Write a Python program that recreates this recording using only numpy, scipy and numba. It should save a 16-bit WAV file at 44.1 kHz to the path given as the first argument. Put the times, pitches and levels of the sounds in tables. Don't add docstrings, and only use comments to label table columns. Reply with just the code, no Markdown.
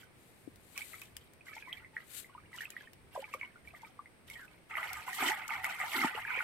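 import sys
import numpy as np
from scipy import signal
from scipy.fft import rfft, irfft, next_fast_len
from scipy.io import wavfile
from scipy.ndimage import uniform_filter1d
from numba import njit

SR = 44100
rng = np.random.default_rng(int(sys.argv[2]) if len(sys.argv) > 2 else 0)


def dump(signal):
    limited = np.clip(np.atleast_2d(signal).T, -1, 1)
    pcm = np.round(limited * 32767).astype(np.int16)
    wavfile.write(sys.argv[1], SR, pcm)


N = 283563
TIME = np.arange(N) / SR


def undb(db):
    return np.exp(np.asarray(db) * (np.log(10) / 20))


def unit(x):
    return x / np.sqrt(np.mean(x ** 2))


def sides(pan_db):
    return undb(np.array([[.5], [-.5]]) * pan_db)


def track_gain(t_s, level_db):
    return undb(np.interp(TIME, t_s, level_db, left=-np.inf, right=-np.inf))


def across(points, hz):
    f, value = np.transpose(points)
    return np.interp(np.log(hz + 1), np.log(f), value)


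def colour(x, points, size=4096):
    hz = np.arange(size // 2 + 1) * SR / size
    cepstrum = irfft(np.log(undb(across(points, hz))))
    cepstrum[1:size // 2] *= 2
    cepstrum[size // 2 + 1:] = 0
    impulse = irfft(np.exp(rfft(cepstrum)))
    return signal.oaconvolve(x, impulse[None], axes=1)[:, :N]


def walk(rate_hz):
    k = int(SR / rate_hz)
    return uniform_filter1d(np.repeat(rng.standard_normal(N // k + 1), k), k)[:N]


def even(x, span_s):
    k = max(int(span_s * SR), 1)
    power = uniform_filter1d(uniform_filter1d(np.mean(unit(x) ** 2, axis=0), k), k)
    return x / np.sqrt(np.mean(x ** 2) * (power + 0.0078))


# f/Hz, gain/dB
FIELD_COLOUR = [(25, -9.5), (100, 0), (260, -4.5), (380, -5), (900, -12.5), (1600, -14.5), (2200, -12.5),
                (3100, -20.5), (5500, -27), (7000, -34), (9000, -24.5), (13000, -35), (15800, -59)]
# f/Hz, likeness (0-1)
FIELD_LIKENESS = [(30, 0), (120, 0.44), (400, 0.46), (2000, 0), (5000, 0), (15000, 0)]


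def field():
    mid, side = rng.standard_normal((2, 1, N))
    shared = [(hz, 10 * np.log10(1 + min(c, .98))) for hz, c in FIELD_LIKENESS]
    apart = [(hz, 10 * np.log10(1 - min(c, .98))) for hz, c in FIELD_LIKENESS]
    pair = colour(mid, shared) + colour(side, apart) * np.array([[1], [-1]])
    air = unit(colour(pair, FIELD_COLOUR))
    throb = np.cos(np.pi * (TIME - 1.16) / .632) ** 16
    low = rng.standard_normal((1, N)) + 0.37 * rng.standard_normal((2, N))
    rumble = unit(colour(low, [(25, -17), (65, -3), (120, -4.5), (200, -17), (600, -50)])) * throb
    high = rng.standard_normal((2, N))
    insects = unit(colour(high, [(7000, -48), (8200, -17.0), (8700, -11.5), (9500, -28)]))
    return air * undb(-62.0) + rumble * undb(-63.0) + insects * undb(-75.5)


@njit
def ring(start, hz, size, fade, rise, swell):
    out = np.zeros(N)
    for k in range(len(start)):
        first = max(int(start[k] * SR) + 1, 0)
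        pole = 2j * np.pi * hz[k] * (1 - rise[k] / 6) - 1 / fade[k]
        z = size[k] * np.exp(pole * (first / SR - start[k]))
        step = np.exp(pole / SR)
        glide = np.exp(2j * np.pi * hz[k] * rise[k] / (6 * fade[k] * SR ** 2))
        pace = hz[k] / (swell * SR)
        for i in range(first, min(first + int(6 * fade[k] * SR), N)):
            age = (i - start[k] * SR) * pace
            out[i] += z.imag * (1 - np.exp(-age ** 2)) if age < 2.5 else z.imag
            z *= step
            step *= glide
    return out


PORT_LAG_S = .00005


def bubbles(rows, rise, swell, scatter_s, scatter_db):
    s, hz, db, t60 = np.transpose(rows).copy()
    climb, place, lean = rng.standard_normal((len(s), 3)).T
    lag = PORT_LAG_S + scatter_s * place
    fade = np.maximum(t60, 1e-3) / np.log(1000)
    rises = rise * (1 + climb)
    return np.array([ring(s + side * lag, hz, undb(db + side * scatter_db * lean), fade, rises, float(swell))
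                     for side in (.5, -.5)])


def slosh(level_db, spectrum, per_s, cycles, spread_db, rise, churn_db, span_s):
    time, bore, size, life = rng.random((int(per_s * N / SR), 4)).T
    hz = 450 * (3400 / 450) ** (bore ** .75)
    db = -spread_db * np.log(1 - .97 * size) + 12 * np.log10(hz / 1000)
    rows = np.transpose([time * N / SR, hz, db, cycles * (.5 + life) / hz])
    swarm = unit(bubbles(rows, rise=rise, swell=1.53, scatter_s=.00006, scatter_db=3.5))
    trapped = 1 / (1 + undb(-72.0 - level_db) ** 3)
    alike = rng.standard_normal((1, N))
    churn = alike + colour(rng.standard_normal((2, N)), [(500, -14), (1400, 6)])
    mix = colour(trapped * swarm + undb(churn_db) * churn, spectrum)
    return even(mix, span_s) * undb(level_db)


def flurries(x, shared_db, own_db):
    size = next_fast_len(N, real=True)
    hz = np.arange(size // 2 + 1) * SR / size
    spectrum, out = rfft(x.astype(np.float32), size), 0
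    for centre_hz in np.arange(2000, 17000, 2000):
        band = np.maximum(1 - np.abs(hz - centre_hz) / 2000, 0).astype(np.float32)
        out = out + irfft(spectrum * band, size)[:, :N] * undb(own_db * walk(70))
    return unit(out * undb(shared_db * (walk(45) + walk(170))))


# f/Hz, gain/dB
SPRAY_COLOUR = [(1760, -22.5), (3000, -5), (4190, -12.5), (4680, -13), (5260, -14.5), (6660, -16.5),
                (7980, -12), (10100, -14.5), (12400, -9.5), (14100, -16), (15800, -26)]


def spray(per_s, spread_db, mist_db, flicker_db):
    time, size, left, right = rng.random((int(per_s * N / SR), 4)).T
    gain = undb(-spread_db * np.log(1 - .99 * size))
    clicks = [np.bincount((time * N).astype(int), (weight - .5) * gain, N) for weight in (left, right)]
    time, bore, size = rng.random((int(1100 * N / SR), 3)).T
    hz = 3000 * (14000 / 3000) ** bore
    rows = np.transpose([time * N / SR, hz, 12 * size + 10 * np.log10(hz / 3000), 70 / hz])
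    pings = bubbles(rows, rise=0.008, swell=1.8, scatter_s=.0001, scatter_db=6.5)
    mist = undb(mist_db) * rng.standard_normal((2, N))
    drops = unit(np.array(clicks)) + undb(-0.5) * unit(pings) + mist
    return flurries(even(colour(drops, SPRAY_COLOUR), span_s=0.068), flicker_db, own_db=4.0)


def move(t, start_s, length_s, attack_s, release_db_per_s):
    swell = np.clip(1 + (t - start_s) / max(attack_s, 1e-3), 0, 1)
    return swell * undb(-release_db_per_s * np.maximum(t - start_s - length_s, 0))


SETTLE_DB, SETTLE_DB_PER_S = -15.5, 40


def efforts(table, slosh_shape, spray_shape):
    t = TIME[::32]
    power = np.full((2, len(t)), 1e-14)
    for s, length_s, slosh_db, spray_db, *_ in table:
        layers = [(slosh_db, slosh_shape), (spray_db, spray_shape)]
        for layer, (db, (attack_s, release)) in enumerate(layers):
            trickle = undb(SETTLE_DB) * move(t, s, length_s, attack_s, SETTLE_DB_PER_S)
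            gain = np.maximum(move(t, s, length_s, attack_s, release), trickle)
            power[layer] += (undb(db) * gain) ** 2
    return np.array([np.interp(TIME, t, level) for level in 10 * np.log10(power)])


# t/s, length/s, slosh level/dB, spray level/dB
STEPS = [(0.0, 0.021, -59, -63.5), (0.78, 0.027, -49.5, -52), (0.935, 0.018, -54.5, -66),
         (1.015, 0.017, -63, -60), (1.17, 0.061, -84, -67.5), (1.48, 0.12, -54, -60.5),
         (1.69, 0.11, -56, -66.5), (1.96, 0.05, -58, -65.5), (2.3, 0.2, -67, -97), (2.545, 0.098, -54, -58),
         (2.715, .13, -61, -66), (3.14, 0.16, -59.5, -61), (3.335, 0.0081, -53.5, -63),
         (3.415, 0.041, -51.5, -70), (3.675, 0.0067, -55, -63.5), (3.75, 0.13, -62.5, -67.5),
         (4.297, 0.024, -61.5, -58), (4.365, 0.06, -60, -60.5), (4.48, 0.071, -64, -74)]
# f/Hz, gain/dB
WADE_COLOUR = [(300, -31), (600, -16.5), (950, -10), (1250, -5), (1800, -3), (2250, 5), (2800, -9),
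               (3300, -14), (4500, -11), (7000, -55)]
# attack/s, release/(dB/s)
STEP_SLOSH, STEP_SPRAY = (0.034, 276), (0.036, 310)


def wading():
    slosh_db, spray_db = efforts(STEPS, STEP_SLOSH, STEP_SPRAY)
    water = slosh(slosh_db, WADE_COLOUR, per_s=450, cycles=81, spread_db=7.5, rise=0.014,
                  churn_db=-12, span_s=0.035)
    return water + spray(per_s=1500, spread_db=1.5, mist_db=3.5, flicker_db=3.0) * undb(spray_db)


# t/s, level/dB
RUBS = [
    [(.12, -84), (.2, -70.5), (.37, -71.5), (.55, -79)],
    [(.55, -77.5), (.76, -61.5), (.80, -54.5), (.92, -57.5), (1.0, -60), (1.14, -82)],
    [(2.02, -80), (2.11, -56.5), (2.16, -46.5), (2.2, -46.5), (2.215, -54.5), (2.31, -82)],
]
# t/s, f/Hz, level/dB, t60/s
BUMP = [(.4755, 294, -29.5, 0.039)]
# f/Hz, gain/dB
RUB_COLOUR = [(880, -23), (1500, -5), (2530, -2), (3500, -4), (3820, -0.5), (5500, -10.5), (7990, 0.5),
              (11000, -2), (13300, -0.5), (15800, -16)]


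def finger():
    stroke = sum(track_gain(*np.transpose(rub)) for rub in RUBS)
    hiss = unit(colour(rng.standard_normal((2, N)), RUB_COLOUR)) * undb(1.8 * walk(150))
    bump = bubbles(BUMP, rise=-0.13, swell=0.28, scatter_s=0, scatter_db=-2.0)
    return hiss * stroke * sides(10.7) + bump * undb([[0], [-26]])


# t/s, relative level/dB, left minus right/dB
SNAPS = [(0.558, -54, 4), (0.7763, -34, 0), (1.0157, -43.5, 7), (1.055, -56, 0), (1.166, -37, 6.5),
         (1.3344, -60, 18), (1.729, -50, 6), (2.7032, -40.5, 0), (2.932, -50, 1), (3.338, -47, -2),
         (4.299, -45, -6), (4.9308, -35, 6), (5.1297, -45, -12), (5.4792, -36.5, 3), (5.6432, -35, -1)]


def snaps(swell_s, fade_s, tail_s, tail_db):
    out, t = np.zeros((2, N)), TIME[:SR // 20]
    decay = np.exp(-t / fade_s) + undb(tail_db) * np.exp(-t / tail_s)
    shape = (1 - np.exp(-(t / swell_s) ** 2)) * decay
    for s, db, pan_db in SNAPS:
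        i = int(s * SR)
        crack = shape * rng.standard_normal((2, len(t)))
        out[:, i:i + len(t)] += undb(db + 10) * sides(pan_db) * crack
    return colour(out, [(500, -15), (2000, 1.0), (4000, -2.5), (8000, -1.5), (15000, -2.5)])


# t/s, relative level/dB, f/Hz
BUBBLES = [(0.7766, -33.5, 2430), (0.7814, -38, 2340), (0.8084, -39, 2160), (0.818, -38, 2400),
           (0.9328, -39.5, 2090), (0.9424, -42, 2100), (1.0181, -41, 2510), (1.4087, -51, 2480),
           (1.4825, -41, 1990), (1.5314, -46, 2240), (1.5658, -46, 2090), (1.5804, -45, 2370),
           (1.6242, -43, 2415), (1.728, -29, 3240), (1.8462, -44, 2070), (1.9664, -24.5, 1880),
           (1.9774, -39, 1880), (2.0038, -46, 2000), (2.2443, -46.5, 2055), (2.5301, -43, 2040),
           (2.5531, -46.5, 1810), (2.585, -37, 2900), (2.6065, -31.5, 1780), (2.6184, -35, 1870),
           (2.6334, -38.5, 1770), (2.6539, -34, 2590), (2.7656, -31.5, 1910), (2.8075, -46, 1690),
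           (2.8729, -48.5, 1830), (3.2415, -35, 2330), (3.3378, -32, 2300), (3.4121, -29.5, 2240),
           (3.4306, -29.5, 2175), (3.7484, -45, 2050), (3.8477, -46, 2320), (4.0577, -46.5, 2070),
           (4.2996, -41, 2170), (4.3104, -44, 2160), (4.7102, -37, 2090), (4.7536, -23.5, 2030),
           (4.7701, -23, 2000), (4.8294, -27, 1950), (5.1297, -31, 1870), (5.2854, -22, 1960),
           (5.3178, -20, 1930), (5.5054, -26, 2180), (5.5373, -27, 2050), (5.6436, -21.5, 2060),
           (5.6514, -22.5, 2150), (5.8007, -29, 2000), (5.8134, -25, 2000), (5.9329, -27, 2150),
           (5.9454, -29, 2040), (6.0152, -22, 2050), (6.2502, -28.5, 1670), (6.3405, -32, 2500),
           (6.3894, -23, 2230), (1.565, -44, 897), (1.673, -47.5, 1015), (2.295, -52.5, 1100),
           (2.349, -42.5, 986), (2.378, -46.5, 1233), (3.16, -29.5, 984), (3.224, -43.5, 840),
           (3.338, -29.5, 1150), (3.432, -45.5, 1000), (3.557, -49, 1416), (3.739, -55, 1190),
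           (3.832, -42.5, 925), (3.991, -35.5, 1140), (4.782, -27, 1190), (5.081, -27.5, 1020),
           (5.491, -29, 1340), (6.035, -18, 1230), (6.044, -19.5, 870), (6.079, -27.5, 1420),
           (6.175, -30, 855), (6.304, -25.5, 1520), (6.405, -21, 1430), (3.152, -36, 726),
           (3.175, -27.5, 577), (3.191, -33.5, 530), (3.734, -53, 703), (5.224, -25.5, 765),
           (5.835, -30.5, 810)]
# t/s, f/Hz, relative level/dB, t60/s
GULPS = [(3.3462, 523, -39.5, 0.047), (6.0445, 261, -18, 0.025), (6.148, 466, -41.5, 0.058),
         (6.374, 508, -39.5, 0.04)]
POCKET_T60_S, POCKET_SIZE_LAW = 0.03, 0.57
POCKET_PLAIN_DB, POCKET_HALVING_DB = -35.5, 18.5


def plops():
    s, db, hz = np.transpose(BUBBLES)
    hardness = 2 ** ((POCKET_PLAIN_DB - db) / POCKET_HALVING_DB)
    t60 = POCKET_T60_S * (1000 / hz) ** POCKET_SIZE_LAW * hardness
    small = bubbles(np.transpose([s, hz, db, t60]), rise=0.097, swell=1.77, scatter_s=.00003, scatter_db=1.0)
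    large = bubbles(GULPS, rise=0.19, swell=0.61, scatter_s=.00005, scatter_db=-0.5)
    return undb(5) * small + colour(large, [(50, -26), (110, -18.0), (190, 4), (900, 1.5)])


# t/s, resonance f/Hz, level/dB
# two slide down, the last is a wash near 2.4 kHz
SQUELCHES = [
    [(1.60, 2500, -71), (1.635, 2320, -58), (1.70, 2000, -51.5), (1.79, 1960, -64), (1.87, 1960, -61.5)],
    [(4.33, 2280, -62), (4.357, 2040, -51), (4.385, 1830, -55), (4.425, 1620, -52), (4.465, 1350, -62)],
    [(6.25, 2400, -49.5), (6.30, 2324, -42.5), (6.38, 2380, -39.5), (6.43, 2340, -58)],
]


def squelch(track, per_s, detune):
    s, hz, db = np.transpose(track)
    when, offset, size = rng.random((int(per_s * (s[-1] - s[0])), 3)).T
    time = s[0] + when * (s[-1] - s[0])
    pitch = np.interp(time, s, hz) * (1 + detune * (offset - .5))
    rows = np.transpose([time, pitch, 12 * size, np.full_like(time, .022)])
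    pops = bubbles(rows, rise=-0.044, swell=3.0, scatter_s=.00004, scatter_db=10)
    return even(pops, span_s=0.028) * track_gain(s, db)


# t/s, length/s, slosh level/dB, spray level/dB
SCOOPS = [(4.708, 0.065, -46, -65.5), (4.77, 0.076, -41.5, -55.5), (4.89, 0.093, -46.5, -54.5),
          (5.075, 0.024, -43.5, -50.5), (5.375, 0.047, -44.5, -57.5), (5.503, 0.047, -39.5, -55),
          (5.643, 0.0067, -38, -48.5), (5.7, 0.015, -42.5, -64), (5.795, 0.043, -39, -51),
          (6.14, 0.052, -42, -56.5), (6.28, 0.16, -41.5, -56.5)]
# t/s, length/s, slosh level/dB, spray level/dB, plunge level/dB, pocket f/Hz
THROWS = [(5.215, .085, -34, -41, -45, 326), (5.961, .09, -34.5, -42.5, -45, 293)]
# f/Hz, gain/dB
BAIL_COLOUR = [(300, -8.5), (480, -26.5), (620, -16.5), (760, -5), (900, -2), (1100, -8), (1320, 2),
               (1620, -7), (2080, 5), (2430, -3.5), (2700, -7.5), (3080, -9.5), (3500, -20), (4500, -18.5),
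               (7000, -77)]
# attack/s, release/(dB/s); stray drops land well ahead of the bulk
SCOOP_SLOSH, SCOOP_SPRAY = (0.013, 122), (0.024, 79)
THROW_SLOSH, THROW_SPRAY = (0.061, 150), (0.14, 280)


def bailing():
    scoops = efforts(SCOOPS, SCOOP_SLOSH, SCOOP_SPRAY)
    throws = efforts(THROWS, THROW_SLOSH, THROW_SPRAY)
    slosh_db, spray_db = np.maximum(scoops, throws)
    water = slosh(slosh_db, BAIL_COLOUR, per_s=950, cycles=51, spread_db=4.0, rise=0.036,
                  churn_db=-9, span_s=0.019)
    return water + spray(per_s=3200, spread_db=-0.5, mist_db=5.0, flicker_db=1.17) * undb(spray_db)


THROW_PLUNGE = (.02, 1100)
PLUNGE_SAG_OCT_PER_S = 0.85


def plunge(per_s, size_range, spread_db, cycles):
    out = 0
    for s, length_s, _, _, db, pitch_hz in THROWS:
        when, bore, size = rng.random((int(per_s * 3 * length_s), 3)).T
        age = (3 * when - 1) * length_s
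        hz = pitch_hz * 2 ** (-PLUNGE_SAG_OCT_PER_S * age) * size_range ** (bore - .5)
        rows = np.transpose([s + age, hz, spread_db * size, cycles / hz])
        pockets = bubbles(rows, rise=0.038, swell=0.82, scatter_s=.00006, scatter_db=0.5)
        out = out + even(pockets, span_s=0.039) * undb(db) * move(TIME, s, length_s, *THROW_PLUNGE)
    return out


def banks(x, t60_s, wet_db):
    t = TIME[:SR // 4]
    tail = rng.standard_normal((2, len(t))) * undb(-60 * t / t60_s) * (t > .002)
    tail *= undb(wet_db) / np.sqrt(np.sum(tail ** 2, axis=1, keepdims=True))
    wet = signal.fftconvolve(x, tail, axes=1)[:, :N]
    return x + colour(wet, [(300, -1.5), (900, 3.0), (2000, 3), (10000, -3.5)])


# f/Hz, difference/dB
PORT_TILT = [(300, -0.5), (1300, 0.5), (2300, -2.5), (3200, -4), (4400, 5), (6000, -6), (7600, 10),
             (9500, -3.5), (11500, -1), (14000, 3.5)]


def ports(x):
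    return np.vstack([colour(x[[k]], [(hz, side * db) for hz, db in PORT_TILT])
                      for k, side in enumerate((.5, -.5))])


def scene():
    mud = sum(squelch(track, per_s=370, detune=0.11) for track in SQUELCHES)
    cracks = snaps(swell_s=0.001, fade_s=0.0011, tail_s=0.0027, tail_db=-9.5)
    moves = wading() + bailing()
    splash = plunge(per_s=330, size_range=1.55, spread_db=9, cycles=26)
    water = moves + splash + plops() + mud + cracks
    return ports(banks(water, t60_s=0.075, wet_db=-8.5)) + finger() + field()


TOP_HZ = 15800


def record(dry):
    return signal.sosfilt(signal.ellip(10, .2, 70, TOP_HZ, fs=SR, output="sos"), dry)


dry = scene()
out = record(dry)
dump(out)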